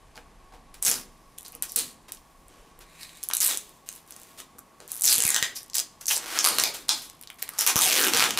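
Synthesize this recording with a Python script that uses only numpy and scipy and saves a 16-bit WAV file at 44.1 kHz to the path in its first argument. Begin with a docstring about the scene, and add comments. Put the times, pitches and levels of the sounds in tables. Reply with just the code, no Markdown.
"""In a small hard room, fingers pick at the plastic film on an enamelled appliance and peel it in jerks.
The glue crackles and lets go in sharp snaps. These ring the air pocket under the lifted flap, deeper as
the flap grows. Now and then a finger bumps the panel. A fan hums far off and the floor rumbles faintly.
The microphone's limiter turns the sound down under the loudest snaps, so their echoes seem to swell."""
import sys
import numpy as np
from scipy import signal
from scipy.fft import rfft, irfft, next_fast_len
from scipy.io import wavfile

SR = 44100
rng = np.random.default_rng(int(sys.argv[2]) if len(sys.argv) > 2 else 0)


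def inscribe(sig):
    """Save sig as 16-bit PCM at rate SR to the path in sys.argv[1].

    A 1-D sig is mono; a 2-D sig holds one channel per row.
    Samples are clipped to [-1, 1] before scaling.
    """
    pcm = np.round(np.clip(np.atleast_2d(sig).T, -1, 1) * 32767)
    wavfile.write(sys.argv[1], SR, pcm.astype(np.int16))


N = 369999
GRAIN = 1024   # samples in one short piece of sound

# Single snaps of glue letting go: start_s, peak_db, colour_hz (the middle of a broad bright band)
GLUE_SNAPS = [(0.157, -33, 4060), (0.1688, -37, 4580), (0.177, -28, 1910), (0.7427, -30, 8550),
              (0.826, -2, 8900), (0.85, 1, 8500), (0.8546, -4, 7760), (.8597, -13, 7500),
              (0.8652, -1, 7000), (0.8712, -8, 7000), (0.8815, 2.5, 10400), (0.8861, -3, 8800),
              (0.8914, -10, 9000), (0.8987, 2, 10300), (.9041, -9, 8800), (0.9141, -2, 6900),
              (0.9412, -12, 6300), (1.3852, -18, 10700), (1.4508, -31, 4700), (1.4625, -26, 4930),
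              (1.482, -22, 10600), (1.522, -28, 11000), (1.551, -18.5, 10400), (1.624, -2, 10900),
              (1.696, -24, 6440), (1.72, -15.5, 10000), (1.7604, 2, 10200), (1.763, 8.5, 10400),
              (1.789, -2, 10200), (2.121, -12.5, 10200), (2.1482, -27, 9900), (2.172, -35, 4620),
              (2.483, -35.5, 8800), (2.791, -30.5, 10800), (3.011, -33, 5100), (3.032, -23, 4380),
              (3.093, -34, 3180), (3.172, -31, 8240), (3.23, -18.5, 6600), (3.2372, -13, 11400),
              (3.2878, -6, 11300), (3.3018, -20, 1200), (3.3123, -13, 2000), (3.3345, -8, 4800),
              (3.3366, 2, 10900), (3.3507, -3, 10600), (3.3687, 3, 9400), (3.404, 4, 9600),
              (3.4083, 0, 9000), (3.4177, -6, 8600), (3.4208, -21, 9500), (3.4251, -10, 10100),
              (3.4298, -2, 10800), (3.436, -10, 10700), (3.4436, -4, 11000), (3.4476, 5, 11700),
              (3.4513, -4, 11500), (3.4613, 4, 11100), (3.465, 6.5, 11000), (3.4697, -5, 11000),
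              (3.4748, 1, 9900), (3.48, -3, 10300), (3.5736, -5.5, 8800), (3.6937, -32, 10100),
              (3.8893, -14.5, 8050), (4.0768, -36, 10900), (4.108, -22, 11000), (4.123, -25.5, 7530),
              (4.164, -26, 7600), (4.217, -30, 9320), (4.4023, -19, 5150), (4.591, -23.5, 12200),
              (4.8032, -27, 5000), (4.8785, -23, 10500), (4.918, -8.5, 10500), (4.997, -18, 10360),
              (5.01, -8.5, 10900), (5.0209, 2, 8500), (5.0372, 3, 9900), (5.042, 7, 10000),
              (5.0482, -2, 8000), (5.0532, 6, 9200), (5.0559, 6, 9500), (5.0623, 7, 9700),
              (5.0652, -3, 9000), (5.0734, 0, 7500), (5.0783, 6, 6200), (5.0872, -1, 6400),
              (5.0996, 2, 11000), (5.1037, 0, 9500), (5.1118, -1, 9000), (5.1264, 4, 6800),
              (5.1291, 5, 11700), (5.1322, 5, 10500), (5.1362, 5, 11300), (5.1427, 4, 8000),
              (5.1546, 1, 10000), (5.1619, 2, 9000), (5.1815, 3, 10000), (5.1874, -3, 10500),
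              (5.204, 4, 8000), (5.2228, 3, 8600), (5.2373, 5, 9250), (5.252, 4, 8000), (5.2666, 3, 10000),
              (5.278, 3, 9500), (5.2904, 3, 8500), (5.3042, 4, 7800), (5.345, 4, 6400), (5.363, 9, 5900),
              (5.4267, 9, 5140), (5.6313, -24, 9550), (5.6996, -25.5, 6060), (5.734, -24, 5050),
              (5.7436, -13.5, 7150), (5.7475, -13, 6500), (5.7522, -10, 7500), (5.7556, -15, 7550),
              (5.7666, -13, 7000), (5.7687, -8, 6900), (5.772, -20, 7100), (5.7769, -12, 5500),
              (5.7827, -0.5, 6400), (5.786, -8, 7900), (5.7931, -5.5, 7300), (5.7999, -4.5, 6450),
              (6.012, -25.5, 6100), (6.0574, -15.5, 6700), (6.068, -8.5, 8950), (6.083, -6.5, 6100),
              (6.1447, -17, 11000), (6.1523, -20, 9500), (6.1604, -14, 8200), (6.165, -6, 7600),
              (6.1711, -14, 1100), (6.1781, -9, 7600), (6.2603, -19, 4700), (6.389, 8.5, 6200),
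              (6.4436, 8, 5860), (6.4497, 13.5, 5800), (6.462, 11.5, 9700), (6.4727, 9, 8550),
              (6.4872, 5, 10300), (6.585, 10, 4900), (6.5986, 5.5, 5360), (6.6375, 14.5, 4640),
              (6.8921, 13.5, 5060), (7.099, -24, 8350), (7.213, -22, 10700), (7.226, -25, 9700),
              (7.2358, -25, 3420), (7.274, -25, 4470), (7.302, -19, 2400), (7.3968, -34, 9700),
              (7.4222, -14.5, 6460), (7.426, -4, 13600), (7.479, -25, 3180), (7.491, -11, 11900),
              (7.5364, -26.5, 7300), (7.5868, -7, 9200), (7.5903, -0.5, 6600), (7.6097, 3, 8900),
              (7.6649, 10, 11100), (7.675, 10.5, 7100), (7.7581, 10, 10100), (7.7652, 8, 9000),
              (7.7784, 2, 9500), (7.7901, 6, 9500), (7.8121, 6, 8500), (7.8187, 4, 9000), (7.8214, 2, 6000),
              (7.824, 3, 11000), (7.8305, -1, 9000), (7.8365, -1, 9000), (7.8422, 3, 9000),
              (7.8478, 1, 9500), (7.8523, 0, 9000), (7.8585, 0, 9000), (7.8649, 1, 8000), (7.8743, 0, 2900),
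              (7.8791, 1, 10500), (7.8862, 1, 9500), (7.8904, -2, 3200), (7.8998, 2, 6000),
              (7.9096, 0, 3000), (7.9166, 1, 2800), (7.9244, 0, 5400), (7.9274, 2, 3200), (7.9309, 3, 5500),
              (7.9412, 0, 5500), (7.9544, 2, 3000), (7.9622, 2, 3200), (7.9667, 2, 3200), (7.9736, 2, 3100),
              (7.9786, 2, 2900), (7.9866, 2, 3000), (7.9928, 3, 3000), (7.9984, 2, 11000),
              (8.0052, 1, 11000), (8.0132, 2, 3200), (8.025, 0, 9000), (8.0303, 1, 6000), (8.0385, 2, 5500),
              (8.0434, 3, 2850), (8.0489, 1, 9000), (8.0679, 4, 2800), (8.0732, 3, 2600), (8.0833, 4, 6000),
              (8.1359, 7, 4100), (8.1476, 2, 4400), (8.1664, 6, 3500), (8.1725, 7, 3180),
              (8.1783, -1, 4000), (8.1855, -2, 3600), (8.1962, 5, 4260), (8.2022, -4, 3225),
              (8.2057, 4, 4240), (8.212, -3, 6000), (8.2247, 9.5, 3340), (8.2306, -1, 5500),
              (8.2398, 8, 5600), (8.3075, -5.5, 5650), (8.3745, 2, 3320)]
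# Runs of sticking and slipping: start_s, length_s, gap_ms, peak_db, first_colour_hz, last_colour_hz
SLIP_RUNS = [(1.392, .05, 14, -30, 10500, 10000), (3.903, 0.066, 12.3, -25.5, 9900, 9300),
             (3.967, .11, 28, -42, 10500, 10500), (4.12, .12, 25, -31, 8000, 9050),
             (4.926, 0.058, 8.1, -19, 10800, 11100), (5.555, 0.026, 3.6, -27, 6400, 5650),
             (5.601, .1, 20, -34, 9500, 9500), (7.121, .085, 25, -41, 11500, 11500),
             (7.325, .07, 19, -40, 12000, 12500)]
# Stretches of crackle and hiss: start_s, length_s, first_level_db, last_level_db, first_pocket_hz,
# last_pocket_hz, pocket_db, below_pocket_db, above_pocket_db, first_flap_hz, last_flap_hz, flap_db The pocket
# and flap levels set the balance of the tone, not its loudness.
STRETCHES = [(0.146, 0.019, -59, -49, 2900, 1680, -21, -10, -30, 900, 790, 0),
             (0.519, 0.027, -54, -52, 1740, 1680, -16, 8, -30, 800, 794, 24),
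             (0.738, 0.015, -46, -55, 3500, 3500, -10, 1, -7, 600, 600, -20),
             (0.821, 0.03, -28, -34, 8400, 7840, -2, -17, -31, 910, 800, -37),
             (0.856, 0.13, -23, -38.5, 5900, 5260, -10, -12, -13.5, 830, 510, -46),
             (1.378, 0.016, -32.5, -68, 3600, 3800, -9, -40, -13, 520, 500, -30),
             (1.443, 0.073, -46, -61, 4700, 4300, -18, -22, -30, 750, 750, -29),
             (1.523, 0.036, -51, -58, 2680, 2640, -10, -21, -33, 795, 796, -7),
             (1.62, 0.034, -32.5, -44.5, 5370, 5300, -46, -14.5, -14.5, 786, 790, -37),
             (1.681, 0.055, -44, -48.5, 5700, 5400, -26, -47, -43, 800, 800, -34),
             (1.756, 0.17, -24, -56, 4300, 4220, -21, -30.5, -27, 470, 470, -47),
             (2.08, 0.031, -43.5, -62, 3800, 3600, -23, 14, -31, 500, 500, -12),
             (2.116, 0.09, -47, -69, 4100, 3900, -34, -18, -9, 500, 496, -25),
             (2.484, 0.22, -60, -63.5, 2980, 2800, -10, -7, -30, 503, 500, 5),
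             (2.8, 0.047, -48.5, -61, 3920, 3600, -9, 11, -28, 500, 500, -13),
             (2.86, 0.18, -62, -49, 3900, 3900, -10, -22, -26, 2300, 2350, -3),
             (3.002, 0.028, -48, -43.5, 4530, 4080, 1.5, -24, -31, 2440, 2400, 0),
             (3.063, 0.2, -53.5, -55.5, 4030, 3850, -6, -19, -32, 2500, 2340, -9),
             (3.225, 0.047, -39, -57, 4600, 4400, -34, -32, -17, 496, 500, -21),
             (3.298, 0.018, -60, -62, 3000, 3000, -7, -6, -30, 1300, 1250, -8),
             (3.338, .054, -48, -53, 3970, 4050, -2, -49, -30, 1010, 1000, -40),
             (3.403, 0.047, -23, -27.5, 6950, 4230, -9, -19, -11, 1200, 915, -36),
             (3.487, 0.039, -26.5, -28.5, 3900, 3600, -23.5, -26.5, -25.5, 910, 494, -32),
             (3.556, 0.24, -44, -69, 3860, 3620, -8, -18.5, -10, 500, 500, -42),
             (3.858, 0.12, -52, -53, 2980, 2960, -20, -16, -8.5, 506, 500, -38),
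             (4.075, 0.29, -55, -58.5, 3530, 3600, -23, -8, -12, 500, 500, -28.5),
             (4.372, 0.016, -50, -42, 4200, 3600, 8, 6, 3, 500, 500, -15),
             (4.582, 0.0095, -37.5, -68, 7050, 7000, -37, -19, -15, 1200, 1220, -1),
             (4.806, .07, -50, -62, 3000, 3150, -21, 4, -26.5, 500, 494, 15),
             (4.879, 0.17, -46.5, -48, 7960, 9050, -38.5, -18.5, -19, 900, 1020, -43),
             (5.04, 0.08, -26, -21.5, 7240, 4550, 2, -19, -12, 1280, 860, -29),
             (5.161, 0.08, -36, -36, 3900, 2650, -5, -22, -8, 900, 700, -23),
             (5.244, 0.1, -37, -33, 2620, 1950, -1, -37, -11, 704, 520, -20),
             (5.349, 0.15, -37, -50, 1930, 1720, 6, -26, -1, 500, 500, -31),
             (5.549, 0.014, -41, -35, 6820, 5330, -15, -50, -40, 1040, 1086, -35),
             (5.747, 0.064, -26, -42, 6830, 3500, -12, -21, -5, 2410, 506, -7.5),
             (6.005, 0.042, -40, -54, 6200, 6000, -20, -20, -29, 990, 1010, -35),
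             (6.077, 0.014, -23.5, -24.5, 6100, 5850, -7, -49, -26, 3200, 2100, -39),
             (6.104, .018, -22, -23, 2950, 3250, -3, -42, -13, 1750, 1200, -15),
             (6.124, .06, -29, -42, 6300, 4200, -14, -36, -15, 1150, 450, -12),
             (6.183, 0.19, -45.5, -30, 3900, 3600, -29, 19, -26, 740, 860, -17),
             (6.39, 0.044, -34, -42, 4190, 4200, -11, -2.5, -6, 1090, 1100, -41),
             (6.424, 0.14, -34, -33, 4630, 4300, 6, 2, -12.5, 1230, 1170, 1),
             (6.605, 0.087, -31, -39, 4000, 3850, 9, -14, 5, 1210, 920, 9.5),
             (6.736, 0.13, -33.5, -62, 3790, 3760, -6, 0, -3, 710, 686, -33),
             (6.879, 0.11, -35, -43, 4080, 4170, -4.5, -11, -10, 920, 806, -12),
             (7.014, 0.075, -40.5, -54, 10600, 10200, -12, -3, -38, 3500, 3280, -22),
             (7.273, 0.036, -72, -66, 2600, 2190, -25, -47, -11.5, 500, 500, -29),
             (7.383, 0.24, -47.5, -66, 2050, 1960, -1, -10.5, -7.5, 810, 810, -42),
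             (7.513, 0.065, -52, -44.5, 4560, 4500, -2, 4, -23, 1230, 1210, 15),
             (7.573, 0.034, -45, -22, 5600, 5600, 1, -1.5, -32, 1310, 1230, -16),
             (7.661, 0.034, -13, -23.5, 6040, 5640, -1.5, 2, -28, 1250, 1200, -13),
             (7.751, 0.087, -35, -21.5, 6030, 5560, 13, 8.5, -33, 1310, 1115, 12.5),
             (7.807, 0.28, -31, -28, 4100, 1480, 5, -9, 1, 1120, 370, 5),
             (8.116, 0.13, -31, -24, 2920, 2340, 4.5, 9, -1, 1510, 1380, -1.5),
             (8.278, 0.064, -35, -38.5, 3440, 3060, 20, 18, -14, 1170, 1150, 7),
             (8.366, 0.021, -51, -20, 2465, 2400, 0, 1, -10, 1120, 1150, -5)]
# Fingers bumping the appliance: start_s, ring_db, push_db
FINGER_BUMPS = [(0.172, -57, -44), (0.538, -64, -45), (0.883, -46, -24), (1.544, -55, -51),
                (1.765, -49, -34), (4.552, -61, -42), (4.8, -59, -53), (5.049, -48.5, -41),
                (5.1813, -48, -22), (5.252, -53, -14.5), (5.425, -63, -15), (6.514, -46, -57),
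                (7.7581, -39.5, -2.5), (8.134, -35.5, -48), (8.277, -44.5, -50)]
# The notes the panel rings at (wider ones die sooner): pitch_hz, width_hz, relative_db
PANEL_NOTES = [(264, 83, 7.5), (480, 5.3, -1.5), (790, 14, -2), (1244, 19, -8), (1374, 72, -12)]
# Time the room's own echo takes to fade by 60 dB: pitch_hz, fade_s
ECHO_TIMES = [(200, 0.75), (530, 0.23), (1400, 0.18), (3700, 0.15), (9700, 0.1), (16000, 0.023)]
# Strength of the side signal, which makes left and right differ: pitch_hz, gain_db
STEREO_WIDTH = [(30, -21), (110, -15), (380, -13), (700, -13.5), (1290, -18), (2380, -42.5), (4400, -20.5),
                (8120, -4), (15000, -19)]
# The tone of the fan's rushing air: pitch_hz, relative_db
FAN_AIR = [(15, -20), (25, -0.5), (159, 4), (321, 3), (378, 1.5), (568, -0.5), (634, 2), (1120, 0),
           (1220, -10), (1780, -6.5), (2330, -8.5), (3150, -12), (11900, -18), (15200, -84), (16500, -53)]
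# The fan's hums: pitch_hz, width_hz, level_db
FAN_HUMS = [(1109, 35, -64), (161.9, 3.8, -72.5)]
# Rumble coming through the floor: time_s, level_db
FLOOR_RUMBLE = [(0.0, -55), (0.33, -56), (0.7, -54.5), (1.6, -64.5), (2.0, -63), (2.78, -58), (3.4, -71),
                (4.0, -70), (5.0, -75), (6.0, -67), (7.15, -66.5), (8.39, -88)]


def glue_snaps():
    """Each time the glue lets go, the film gives a click and a rattle about a millisecond long."""
    start_s, peak_db, colour_hz = np.transpose(GLUE_SNAPS + stick_and_slip())
    t = np.arange(GRAIN) / SR
    fade = np.exp(-t * np.maximum(colour_hz, 6000)[:, None] / 8)
    kicks = from_db(-16) * rng.standard_normal((len(start_s), GRAIN)) * fade
    kicks[:, 0] = np.sign(kicks[:, 0])   # the click ahead of the rattle
    snaps = irfft(rfft(kicks) * film_tone(start_s, colour_hz, colour_db=0), GRAIN)
    gain = from_db(peak_db) / np.abs(snaps).max(axis=1)
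    return place(start_s, snaps * gain[:, None])


def stick_and_slip():
    """The glue holds and slips at uneven gaps, giving more rows like those of GLUE_SNAPS."""
    rows = []
    for start_s, length_s, gap_ms, peak_db, first_hz, last_hz in SLIP_RUNS:
        gap_luck, level_luck, colour_luck = rng.standard_normal((40, 3)).T
        after_s = (np.cumsum(gap_ms * np.exp(.28 * gap_luck)) - gap_ms / 2) / 1000
        colour_hz = (first_hz + (last_hz - first_hz) * after_s / length_s) * np.exp(.045 * colour_luck)
        run = np.transpose([start_s + after_s, peak_db + 2.5 * level_luck, colour_hz])
        rows += list(run[after_s < length_s])
    return rows


def crackle_and_hiss(ticks_per_s, spread_db):
    """Dense tiny ticks in the film's tone make the glue's crackle and hiss."""
    hop = GRAIN // 8
    start_s = np.arange(0, N, hop) / SR
    size_luck, sign_luck, tick_luck = rng.random((3, len(start_s), 2 * hop))
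    sizes = from_db(-spread_db * np.log(np.maximum(size_luck, .01))) * np.sign(sign_luck - .5)
    ticks = sizes * (tick_luck < ticks_per_s / SR)
    ticks = ticks / np.sqrt(np.mean(ticks ** 2)) * np.sqrt(np.hanning(2 * hop))
    tone = unit_level(film_tone(start_s, np.full(len(start_s), 8000.), colour_db=-40))
    grains = irfft(rfft(ticks, GRAIN) * tone, GRAIN)
    return place(start_s, grains * stretch_level(start_s)[:, None])


def stretch_level(time_s, attack_s=.0014, fade_db_per_s=323, idle_db=-68.5):
    """Each stretch sets in quickly, slides from its first to its last level, and fades to a trace."""
    start_s, length_s, first_db, last_db = np.transpose(STRETCHES)[:4, :, None]
    age_s = time_s - start_s
    level_db = first_db + (last_db - first_db) * np.clip(age_s / length_s, 0, 1)
    level_db -= fade_db_per_s * np.maximum(age_s - length_s, 0)
    gains = from_db(level_db) * np.clip(age_s / attack_s, 0, 1)
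    return np.sqrt(np.sum(gains ** 2, axis=0) + from_db(idle_db) ** 2)


def film_tone(time_s, colour_hz, colour_db, wobble=.04):
    """The air pocket rings, with a broad overtone about an octave up; flap and panel add their notes."""
    f = np.arange(GRAIN // 2 + 1) * SR / GRAIN
    pocket_hz, pocket_db, below_db, above_db, flap_hz, flap_db = np.array(lifted_flap(time_s))[..., None]
    pocket_hz = pocket_hz * np.exp(wobble * rng.standard_normal(pocket_hz.shape))
    panel = sum(from_db(db) * resonance(f, hz, width) for hz, width, db in PANEL_NOTES)
    below = from_db(below_db) * (1 + from_db(3) * panel) / (1 + 1j * f / (.89 * pocket_hz))
    below *= bass_cut(f, .5 * flap_hz) ** 3   # a small flap gives no bass
    above = from_db(above_db) * bass_cut(f, .39 * pocket_hz) ** 2
    pocket = from_db(pocket_db) * resonance(f, pocket_hz, .15 * pocket_hz)
    overtone = from_db(pocket_db - 9) * resonance(f, 1.9 * pocket_hz, .75 * pocket_hz)
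    flap = from_db(flap_db) * resonance(f, flap_hz, .24 * flap_hz)
    colour = from_db(colour_db) * resonance(f, colour_hz[:, None], .84 * colour_hz[:, None]) ** 2
    treble = 1 / (1 - (f / 12500) ** 2 + 1j * f / 15000)   # a lift, then a fall at the very top
    return (below + above + pocket + overtone + flap + colour) * bass_cut(f, 120) ** 3 * treble


def lifted_flap(time_s, bass_db_per_octave=5.5):
    """In each stretch the pocket and flap change size at a steady speed: the bigger, the deeper."""
    rows = np.array(STRETCHES)
    latest = np.maximum(np.searchsorted(rows[:, 0], time_s + .003) - 1, 0)
    (start_s, length_s, _, _, first_pocket_hz, last_pocket_hz, pocket_db, below_db, above_db,
     first_flap_hz, last_flap_hz, flap_db) = rows[latest].T
    progress = np.clip((time_s - start_s) / length_s, 0, 1)
    pocket_size = 1 + (first_pocket_hz / last_pocket_hz - 1) * progress
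    flap_size = 1 + (first_flap_hz / last_flap_hz - 1) * progress
    below_db = below_db + bass_db_per_octave * np.log2(pocket_size)
    return first_pocket_hz / pocket_size, pocket_db, below_db, above_db, first_flap_hz / flap_size, flap_db


def finger_bumps():
    """A soft touch rings the panel and gives the whole appliance a short, low push."""
    start_s, ring_db, push_db = np.transpose(FINGER_BUMPS)
    t = np.arange(GRAIN) / SR
    shares = from_db(rng.normal(0, 2.5, (len(start_s), len(PANEL_NOTES))))
    notes = np.array([from_db(db) * np.sin(2 * np.pi * hz * t) * np.exp(-np.pi * width * t)
                      for hz, width, db in PANEL_NOTES])
    rings = from_db(ring_db)[:, None] * (shares @ notes)
    pushes = from_db(push_db)[:, None] * np.sin(2 * np.pi * 150 * t) * np.exp(-t / .0013)
    return place(start_s, rings), place(start_s, pushes)


def room_echo(sound, far_db=-16, far_times_longer=3.4):
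    """The walls echo and the space beyond rings on, fading band by band; gives middle and side."""
    t = np.arange(SR // 2) / SR
    edges_hz = 60 * 2 ** np.arange(0, 8.5, .5)
    tails = np.zeros((2, len(t)))
    for low, high in zip(edges_hz, np.minimum(edges_hz[1:], .45 * SR)):
        band = signal.butter(2, [low, high], "band", fs=SR, output="sos")
        noise = signal.sosfilt(band, rng.standard_normal(tails.shape))
        fall_db = -60 * t / at_hz(ECHO_TIMES, np.sqrt(low * high))
        tails += noise * (from_db(fall_db) + from_db(far_db + fall_db / far_times_longer))
    tails *= 1 - np.exp(-(t / .0035) ** 2)   # the walls answer after a few ms
    tails /= np.sqrt(np.sum(tails ** 2, axis=1, keepdims=True))
    return signal.fftconvolve(sound[None], tails, axes=1)[:, :N]


def fan_and_floor(air_db=-59):
    """A fan rushes and hums steadily while the floor's rumble drifts in level; gives middle and side."""
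    air_noise, floor_noise, *hum_noises = rng.standard_normal((2 + len(FAN_HUMS), 2, N))
    air = from_db(air_db) * unit_level(filtered(air_noise, lambda f: from_db(at_hz(FAN_AIR, f))))
    hums = sum(from_db(db) * unit_level(filtered(noise, lambda f: resonance(f, hz, width)))
               for noise, (hz, width, db) in zip(hum_noises, FAN_HUMS))
    rumble = unit_level(filtered(floor_noise, lambda f: resonance(f, hz=30.2, width_hz=30) ** 2))
    rumble_db = np.interp(np.arange(N) / SR, *np.transpose(FLOOR_RUMBLE))
    return air + hums + from_db(rumble_db) * rumble


def from_db(db):
    """Turn decibels into a number to multiply by."""
    return 10 ** (np.asarray(db) / 20)


def unit_level(x):
    """Scale each row to an average power of 1."""
    return x / np.sqrt(np.mean(np.abs(x) ** 2, axis=-1, keepdims=True) + 1e-20)


def at_hz(table, hz):
    """Read a table between its pitches."""
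    pitches_hz, values = np.transpose(table)
    return np.interp(np.log(np.maximum(hz, 1)), np.log(pitches_hz), values)


def resonance(f, hz, width_hz):
    """How something that rings at hz answers the frequencies f; 1 at its peak."""
    return 1j * f * width_hz / (hz ** 2 - f ** 2 + 1j * f * width_hz)


def bass_cut(f, hz):
    """A gain that gently weakens the frequencies below hz."""
    return 1j * f / (1j * f + hz)


def filtered(sound, gain_at):
    """Turn each frequency of a long sound up or down."""
    size = next_fast_len(N + SR)
    f = np.arange(size // 2 + 1) * SR / size
    return irfft(rfft(sound, size) * gain_at(f), size)[..., :N]


def place(start_s, grains):
    """Add each short piece of sound to the time line at its start."""
    samples = np.round(start_s * SR).astype(int)[:, None] + np.arange(GRAIN)
    return np.bincount(samples.ravel(), grains.ravel(), N + GRAIN + SR)[:N]


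def scene():
    """Mix the close peeling and bumps with the echo and background, in left and right."""
    rings, pushes = finger_bumps()
    peeling = glue_snaps() + crackle_and_hiss(ticks_per_s=3000, spread_db=3)
    bumps = signal.sosfilt(signal.butter(2, 75, "high", fs=SR, output="sos"), rings + pushes)
    echo = from_db(-8) * room_echo(peeling + from_db(7) * rings)   # the low pushes get no echo
    middle, side = echo + fan_and_floor()
    side = filtered(side + pushes, lambda f: from_db(at_hz(STEREO_WIDTH, f)))
    return peeling + bumps + middle + side * np.array([[1], [-1]])


def record(dry):
    """A limiter turns down just before each loud peak and soon lets go; the highest treble is cut."""
    threshold_db, squeeze, release_db_per_s, attack_s, look_ahead_s = -5, .55, 550, .001, .0025
    samples = np.arange(N)
    over_db = np.maximum(20 * np.log10(np.abs(dry).max(axis=0) + 1e-9) - threshold_db, 0)
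    release_db = release_db_per_s * samples / SR
    held_db = np.maximum.accumulate(over_db + release_db) - release_db   # each peak falls away steadily
    smoothing = np.exp(-1 / (attack_s * SR))
    smooth_db = signal.lfilter([1 - smoothing], [1, -smoothing], held_db)
    dip_db = squeeze * np.interp(samples + look_ahead_s * SR, samples, smooth_db)
    limited = .8 * np.tanh(dry * from_db(-dip_db) / .8)   # round off the peaks that get through
    dulled = signal.sosfilt(signal.cheby2(10, 25, 15900, fs=SR, output="sos"), limited)
    return signal.sosfilt(signal.cheby2(14, 85, 16900, fs=SR, output="sos"), dulled)


dry = scene()
out = record(dry)
inscribe(out)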